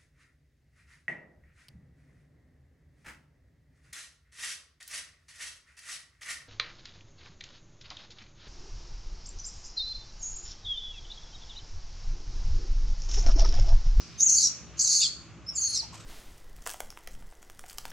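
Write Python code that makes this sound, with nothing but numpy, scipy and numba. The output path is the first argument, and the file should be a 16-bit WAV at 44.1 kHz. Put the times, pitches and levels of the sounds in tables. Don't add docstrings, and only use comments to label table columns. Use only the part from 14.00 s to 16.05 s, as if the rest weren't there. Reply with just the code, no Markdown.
import sys
import numpy as np
from scipy import signal
from scipy.fft import rfft, irfft
from scipy.io import wavfile
from scipy.ndimage import uniform_filter1d, map_coordinates
from numba import njit

SR = 44100
rng = np.random.default_rng(int(sys.argv[2]) if len(sys.argv) > 2 else 0)


def wav_out(sig):
    wavfile.write(sys.argv[1], SR, np.round(np.clip(np.atleast_2d(sig).T, -1, 1) * 32767).astype(np.int16))


def field_ratio(decibels):
    return 10 ** (np.asarray(decibels, dtype=float) / 20)


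N = 90404

# (frequency [Hz], level [dB per Hz])
AIR_SPECTRUM = [(25, -49), (62, -1), (165, -4), (250, -11.5), (700, -21), (1200, -18), (3800, -18),
                (8500, -44)]
# (frequency [Hz], side minus mid [dB])
AIR_WIDTH = [(30, -1), (125, -6), (250, -21), (600, -14), (3000, -16), (8000, -5)]
# (time [s], level [dB])
BREEZE = [
    (0, 0),
    (.3, 3.5),
    (.7, -5.5),
    (.95, 4.5),
    (1.15, -1.5),
    (1.45, -13),
    (1.7, 2),
    (2.05, -2.5),
]
# (start [s], length [s], level [dB], body centre [Hz], hiss [dB])
SCRAPES = [
    (1.813, 0.05, -53, 810, -5),
    (1.921, 0.034, -50, 1000, -5),
    (1.932, 0.043, -70, 2690, 16.5),
    (1.971, 0.012, -65, 3000, 10),
    (1.981, 0.056, -60, 1290, 3.5),
    (1.996, 0.01, -70.5, 3000, 13.5),
    (2.005, 0.032, -73, 2580, 12.5),
]
# (frequency [Hz], gain [dB])
CLAW_HISS = [(1500, -1), (5000, 1), (8000, 3.5), (9500, -15), (13000, -16), (15500, -40)]
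# (frequency [Hz], gain [dB])
VOICE_WIDTH = [(3000, -23.5), (5000, -29), (8000, -4), (14000, -7.5)]
# (start [s], length [s], from [Hz], to [Hz], level [dB])
CROAKS = [
    (1.001, 0.049, 3610, 3870, -39.5),
    (1.011, 0.0327, 2820, 2530, -39.5),
    (1.02, 0.051, 3900, 3200, -36.5),
]
# (start [s], length [s], from [Hz], to [Hz], level [dB])
WHISTLES = [
    (0.187, 0.031, 3750, 3780, -49),
    (.259, 0.019, 6880, 6200, -19),
    (0.274, 0.023, 6260, 5540, -26),
    (1.462, 0.028, 5050, 5500, -46.5),
    (1.763, 0.025, 5640, 5730, -32),
    (1.786, 0.025, 5420, 3975, -30.5),
    (1.755, .035, 7650, 7520, -43),
]
# (start [s], length [s], from [Hz],
# to [Hz], level [dB])
STRANDS = [(.201, 0.016, 6200, 6450, -27), (0.222, 0.018, 6300, 6675, -21), (0.291, 0.011, 6540, 6800, -22),
           (0.294, 0.013, 4420, 4500, -34), (0.313, .02, 6500, 6490, -26), (0.373, 0.013, 6900, 7400, -24),
           (0.373, 0.016, 4750, 4580, -29), (0.39, 0.0067, 4350, 4280, -36), (.385, 0.012, 6330, 6050, -25),
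           (0.429, 0.027, 6500, 6600, -27), (0.436, .05, 5792, 5540, -24.5),
           (0.802, 0.017, 6600, 6370, -33), (.809, 0.014, 6400, 6660, -25.5),
           (0.814, .027, 8300, 7400, -34), (.842, 0.013, 6890, 6200, -26),
           (0.841, 0.0088, 4800, 4440, -24.5), (.857, .013, 6280, 6200, -32),
           (0.887, .016, 6400, 6610, -29), (0.913, 0.02, 4300, 4500, -35.5),
           (0.916, 0.031, 6700, 6170, -36), (0.946, 0.03, 4530, 4465, -27.5),
           (0.952, 0.025, 6466, 6480, -30), (0.985, 0.026, 6495, 6484, -28.5),
           (1.016, 0.0074, 7300, 7000, -33), (1.021, 0.018, 4920, 4470, -33),
           (1.037, 0.028, 4600, 4420, -27.5), (1.057, 0.017, 4310, 4260, -31),
           (1.058, 0.013, 7350, 7640, -35.5), (1.027, .036, 3637, 3100, -35),
           (1.48, 0.026, 5450, 5370, -33), (1.49, 0.084, 5390, 5280, -56.5), (1.75, 0.012, 7730, 7200, -36),
           (1.764, .01, 5950, 5780, -35), (1.818, 0.036, 5720, 5690, -52), (1.573, 0.019, 6750, 6700, -31),
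           (1.611, 0.051, 6350, 6250, -31), (1.684, 0.031, 10100, 9800, -47.5),
           (1.468, .07, 10850, 10700, -72), (1.086, 0.0676, 4500, 4450, -43),
           (1.152, 0.079, 4450, 4400, -56.5)]
# (time [s], upper resonance level [dB], lower resonance relative [dB],
# rasp relative [dB], upper resonance [Hz])
THROAT_1 = [(0.203, -21, -31, -19.5, 5800), (0.229, -24.5, -47, -41, 6170), (0.245, -22.5, -54, -26, 6700),
            (0.271, -32.5, -32, -24, 6700), (0.297, -21.5, -20.5, -19.5, 6600),
            (0.343, -22.5, -27, -20, 6200), (0.383, -24, -4.5, -12.5, 6470), (0.477, -27, -4, -21.5, 6180),
            (0.488, -40, -4, -10, 6100)]
THROAT_2 = [(0.796, -24.5, -9.5, -24, 6230), (0.802, -21.5, -55, -45, 5530), (0.812, -24, -4, -19, 5900),
            (0.838, -30.5, -12.5, -17.5, 7200), (0.852, -25.5, -10, -23.5, 6250),
            (0.92, -26, -3, -14.5, 6400), (1.004, -25.5, -8, -11.5, 6630), (1.032, -29.5, 5.5, -19.5, 7370),
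            (1.085, -43.5, 2, -11.5, 7020)]
THROAT_3 = [(1.558, -33, -18, -21, 6660), (1.578, -30.5, -8, -15, 6900), (1.609, -34.5, -10, -8.5, 6600),
            (1.616, -30, -13.5, -19, 6730), (1.65, -27.5, -10.5, -25, 6460),
            (1.704, -40.5, 1.5, -1.5, 6700), (1.759, -33.5, 1.5, -14.5, 6750), (1.771, -36, 8, -8.5, 5550),
            (1.798, -52.5, 2.5, 1.5, 5600)]
# (time [s], pitch [Hz], roughness [0-1])
FOLDS_1 = [(.2, 2050, .45), (.25, 2350, .6), (.29, 2100, .55), (.365, 2200, .75), (.377, 2370, .3),
           (.395, 2100, .45), (.41, 2200, .95), (.44, 2000, .85), (.49, 1900, .75)]
FOLDS_2 = [(.795, 2150, .7), (.815, 2200, .55), (.83, 2600, 1), (.855, 2100, .7), (.88, 2050, 1),
           (.902, 2200, .6), (.93, 2100, 1), (1.005, 2170, .6), (1.06, 2300, .9)]
FOLDS_3 = [(1.571, 2450, .4), (1.574, 2220, .3), (1.595, 2240, .3), (1.598, 2440, .4), (1.612, 2400, .5),
           (1.615, 2120, .4), (1.655, 2150, .3), (1.745, 2170, .6), (1.76, 1900, .6)]
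# (frequency [Hz], gain [dB])
MOUTH = [(2000, -5), (3500, -7), (4100, 0), (7500, -2), (8200, -8.5), (10000, -7), (12000, -2), (15500, 2)]
# (frequency [Hz], gain [dB])
TEETH_HISS = [(10500, -32), (12000, -6), (16000, 0)]

SIDES = np.array([[1], [-1]])


def unit(x):
    return x / np.sqrt(np.mean(x ** 2))


@njit
def svf(x, hz, width_hz):
    y, band_state, low_state = np.empty(len(x)), 0., 0.
    for i in range(len(x)):
        g, k = np.tan(np.pi * hz[i] / SR), width_hz[i] / hz[i]
        v = (band_state + g * (x[i] - low_state)) / (1 + g * (g + k))
        band_state = 2 * v - band_state
        low_state += 2 * g * v
        y[i] = k * v
    return y


def band(x, hz, width_hz):
    width_hz = width_hz + np.zeros(len(x))
    for offset in (-0.3, 0.27, -0.36, 0.29):
        x = svf(x, np.clip(hz + offset * width_hz, 20, .45 * SR), width_hz)
    return x


def walk(rate_hz):
    k = int(SR / rate_hz)
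    return unit(uniform_filter1d(uniform_filter1d(rng.standard_normal(N), k), k))


def colour(x, points):
    hz = np.arange(len(x) // 2 + 1) * SR / len(x) + 1
    point_hz, point_db = np.array(points).T
    gain = field_ratio(np.interp(np.log(hz), np.log(point_hz), point_db))
    return irfft(rfft(x) * gain, len(x))


def glide(t, start, length, from_hz, to_hz):
    hz = np.interp(t, [start, start + length], [from_hz, to_hz])
    gate = np.clip(np.minimum(t - start, start + length - t) / .004, 0, 1)
    return hz, gate


def patchy(noise):
    out = 0
    for hz in 38.5 * 2 ** np.arange(8):
        out = out + svf(noise, np.full(N, hz), np.full(N, hz / 2)) * field_ratio(1.5 * walk(13.0))
    return out


def air(t):
    drone_hz, drone_top_hz, air_db = 57.1, 630, -49.5
    earlier_db, earlier_t60_s, leaves_db = -48, 0.99, -69.5
    mid, side, old, old_side = rng.standard_normal((4, N))

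    low = signal.lfilter(*signal.butter(1, drone_top_hz, fs=SR), mid)
    mid = mid + np.roll(low, int(SR / drone_hz))
    mid = colour(patchy(mid), AIR_SPECTRUM)
    side = colour(colour(1.5 * patchy(side), AIR_SPECTRUM), AIR_WIDTH)
    floor = (mid + SIDES * side) / np.std(mid) * field_ratio(air_db + 0.47 * walk(15))

    high = signal.lfilter(*signal.butter(2, 1000, "high", fs=SR), floor)
    breeze = field_ratio(np.interp(t, *np.array(BREEZE).T))
    floor = floor + high * (breeze - 1)

    def wide(hz, width_hz):
        return unit(band(old, hz, width_hz)) + .6 * SIDES * unit(band(old_side, hz, width_hz))

    earlier = wide(5270, 2430) * field_ratio(earlier_db - 60 * t / earlier_t60_s)
    leaves = wide(6200, 2500) * field_ratio(leaves_db)
    return floor + earlier + leaves


def scrapes(t):
    grit = rng.standard_normal(N) * field_ratio(2 * walk(160))
    hiss, out = unit(colour(grit, CLAW_HISS)), 0
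    for start, length, db, hz, hiss_db in SCRAPES:
        u = np.maximum(t - start, 0) / length
        swell = (np.e * 2 * u * np.exp(-2 * u)) ** 2
        body = unit(band(grit, hz, 0.48 * hz))
        out = out + field_ratio(db) * swell * (body + field_ratio(hiss_db) * hiss)
    return out


def forest(x):
    t60_s, treble_t60_s, far_t60_s = 0.21, 0.21, 0.58
    echo_db, far_db, sway, sway_hz = -8, -12, .018, 120
    t = np.arange(SR // 2) / SR
    out = np.zeros((2, N))
    for k in range(6):
        grain = rng.standard_normal(len(t))
        high = signal.lfilter(*signal.butter(2, 8000, "high", fs=SR), grain)
        decay = field_ratio(-60 * t / t60_s) + field_ratio(far_db - 60 * t / far_t60_s)
        tail = (grain - high) * decay + high * field_ratio(-60 * t / treble_t60_s)
        tail = tail * np.minimum(t / 0.002, 1)
        tail = tail / np.sqrt(3 * np.sum(tail ** 2)) * field_ratio(echo_db)
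        drift = np.cumsum(sway * walk(sway_hz))
        place = np.arange(N) + drift - uniform_filter1d(drift, SR // 10)
        out[k % 2] += map_coordinates(signal.fftconvolve(x, tail), [place], mode="nearest")
    return out


def croaks(t):
    out, chaos = 0, rng.standard_normal(N)
    for start, length, from_hz, to_hz, db in CROAKS:
        hz, gate = glide(t, start, length, from_hz, to_hz)
        out = out + field_ratio(db) * gate * unit(band(chaos, hz, 420))
    return out


def whistles(t, rows, waver, flutter_db):
    out = 0
    waver = 1 + waver * walk(111.4)
    flutter = field_ratio(flutter_db * np.minimum(walk(260), 1))
    for start, length, from_hz, to_hz, db in rows:
        hz, gate = glide(t, start, length, from_hz, to_hz)
        phase = 2 * np.pi * np.cumsum(hz * waver) / SR
        tone = np.sin(phase) + field_ratio(-44) * np.sin(2 * phase)
        out = out + np.sqrt(2) * field_ratio(db) * gate * tone
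    return out * flutter


def even(x):
    return x / np.sqrt(uniform_filter1d(x ** 2, int(0.029 * SR)) + 1e-9)


def ramp(since_s, length_s):
    return np.clip(since_s / length_s + 1, 0, 1)


def scream(t, throat, folds):
    jitter, shimmer_db, breath_db, rasp_breath_db = .1, 3, -2, 8
    lower_hz, lower_width_hz, upper_width_hz = 4890, 950, 1340
    rasp_hz, rasp_width_hz, octave_db, hiss_db = 9500, 2600, -39.5, -48
    attack_s, lead_s, lead_db, release_s = .006, 0.029, -12.5, 0.013
    stutter_db, stutter_hz = 1.8, 260
    throat_s, *throat_tracks = np.array(throat).T
    up_db, low_db, rasp_db, up_hz = (np.interp(t, throat_s, track) for track in throat_tracks)
    folds_s, fold_hz, fold_rough = np.array(folds).T
    hz, rough = np.interp(t, folds_s, fold_hz), np.interp(t, folds_s, fold_rough)

    unsteady = 1 + jitter * rough ** 1.5 * walk(1200) + .015 * walk(150)
    phase = 2 * np.pi * np.cumsum(hz * unsteady) / SR
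    breath = rough * 2 * rng.standard_normal(N)
    pulses = sum(np.cos(k * phase) for k in range(3, 6)) * field_ratio(shimmer_db * rough * walk(560))
    source = pulses + field_ratio(breath_db) * breath

    wide = 1 + 0.86 * rough
    upper = even(band(source, up_hz, upper_width_hz * wide))
    lower = even(band(source + np.cos(2 * phase), lower_hz, lower_width_hz * wide))
    octave = unit(band(upper ** 2, 2 * up_hz + 1200, 5000))
    rasp = even(band(pulses + field_ratio(rasp_breath_db) * breath, rasp_hz, rasp_width_hz))

    since_s, left_s = t - throat_s[0], throat_s[-1] - t
    onset = ramp(since_s, attack_s) + field_ratio(lead_db) * ramp(since_s, lead_s)
    gate = onset * ramp(left_s, release_s)
    out = colour(upper + field_ratio(low_db) * lower + field_ratio(rasp_db) * rasp, MOUTH)
    out = out + field_ratio(octave_db) * octave + field_ratio(hiss_db) * colour(rough * breath, TEETH_HISS)
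    stutter = stutter_db * np.minimum(walk(stutter_hz), 1)
    return out * field_ratio(up_db + stutter) * gate


def scene():
    bark_s, duck_s, duck_db = 0.001194, 0.017, -2
    t = np.arange(N) / SR
    voice = scream(t, THROAT_1, FOLDS_1) + scream(t, THROAT_2, FOLDS_2) + scream(t, THROAT_3, FOLDS_3)
    voice = voice + whistles(t, WHISTLES, waver=.007, flutter_db=1.6) + croaks(t)
    voice = voice + whistles(t, STRANDS, waver=.013, flutter_db=3.5)
    loud = np.clip(uniform_filter1d(np.abs(voice), int(duck_s * SR)) / 0.017, 0, 1)
    bounce = colour(np.roll(voice, int(bark_s * SR)), VOICE_WIDTH)
    near = voice + SIDES * bounce
    return near + forest(voice) + scrapes(t) + air(t) * field_ratio(duck_db * loud)


def low_pass(x):
    return signal.sosfilt(signal.butter(12, 15750, fs=SR, output="sos"), x)


def record(dry):
    limit = signal.ellip(8, .2, 70, 15750, fs=SR, output="sos")
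    mix = signal.sosfilt(limit, dry)
    return low_pass(mix)


dry = scene()
out = record(dry)
wav_out(out)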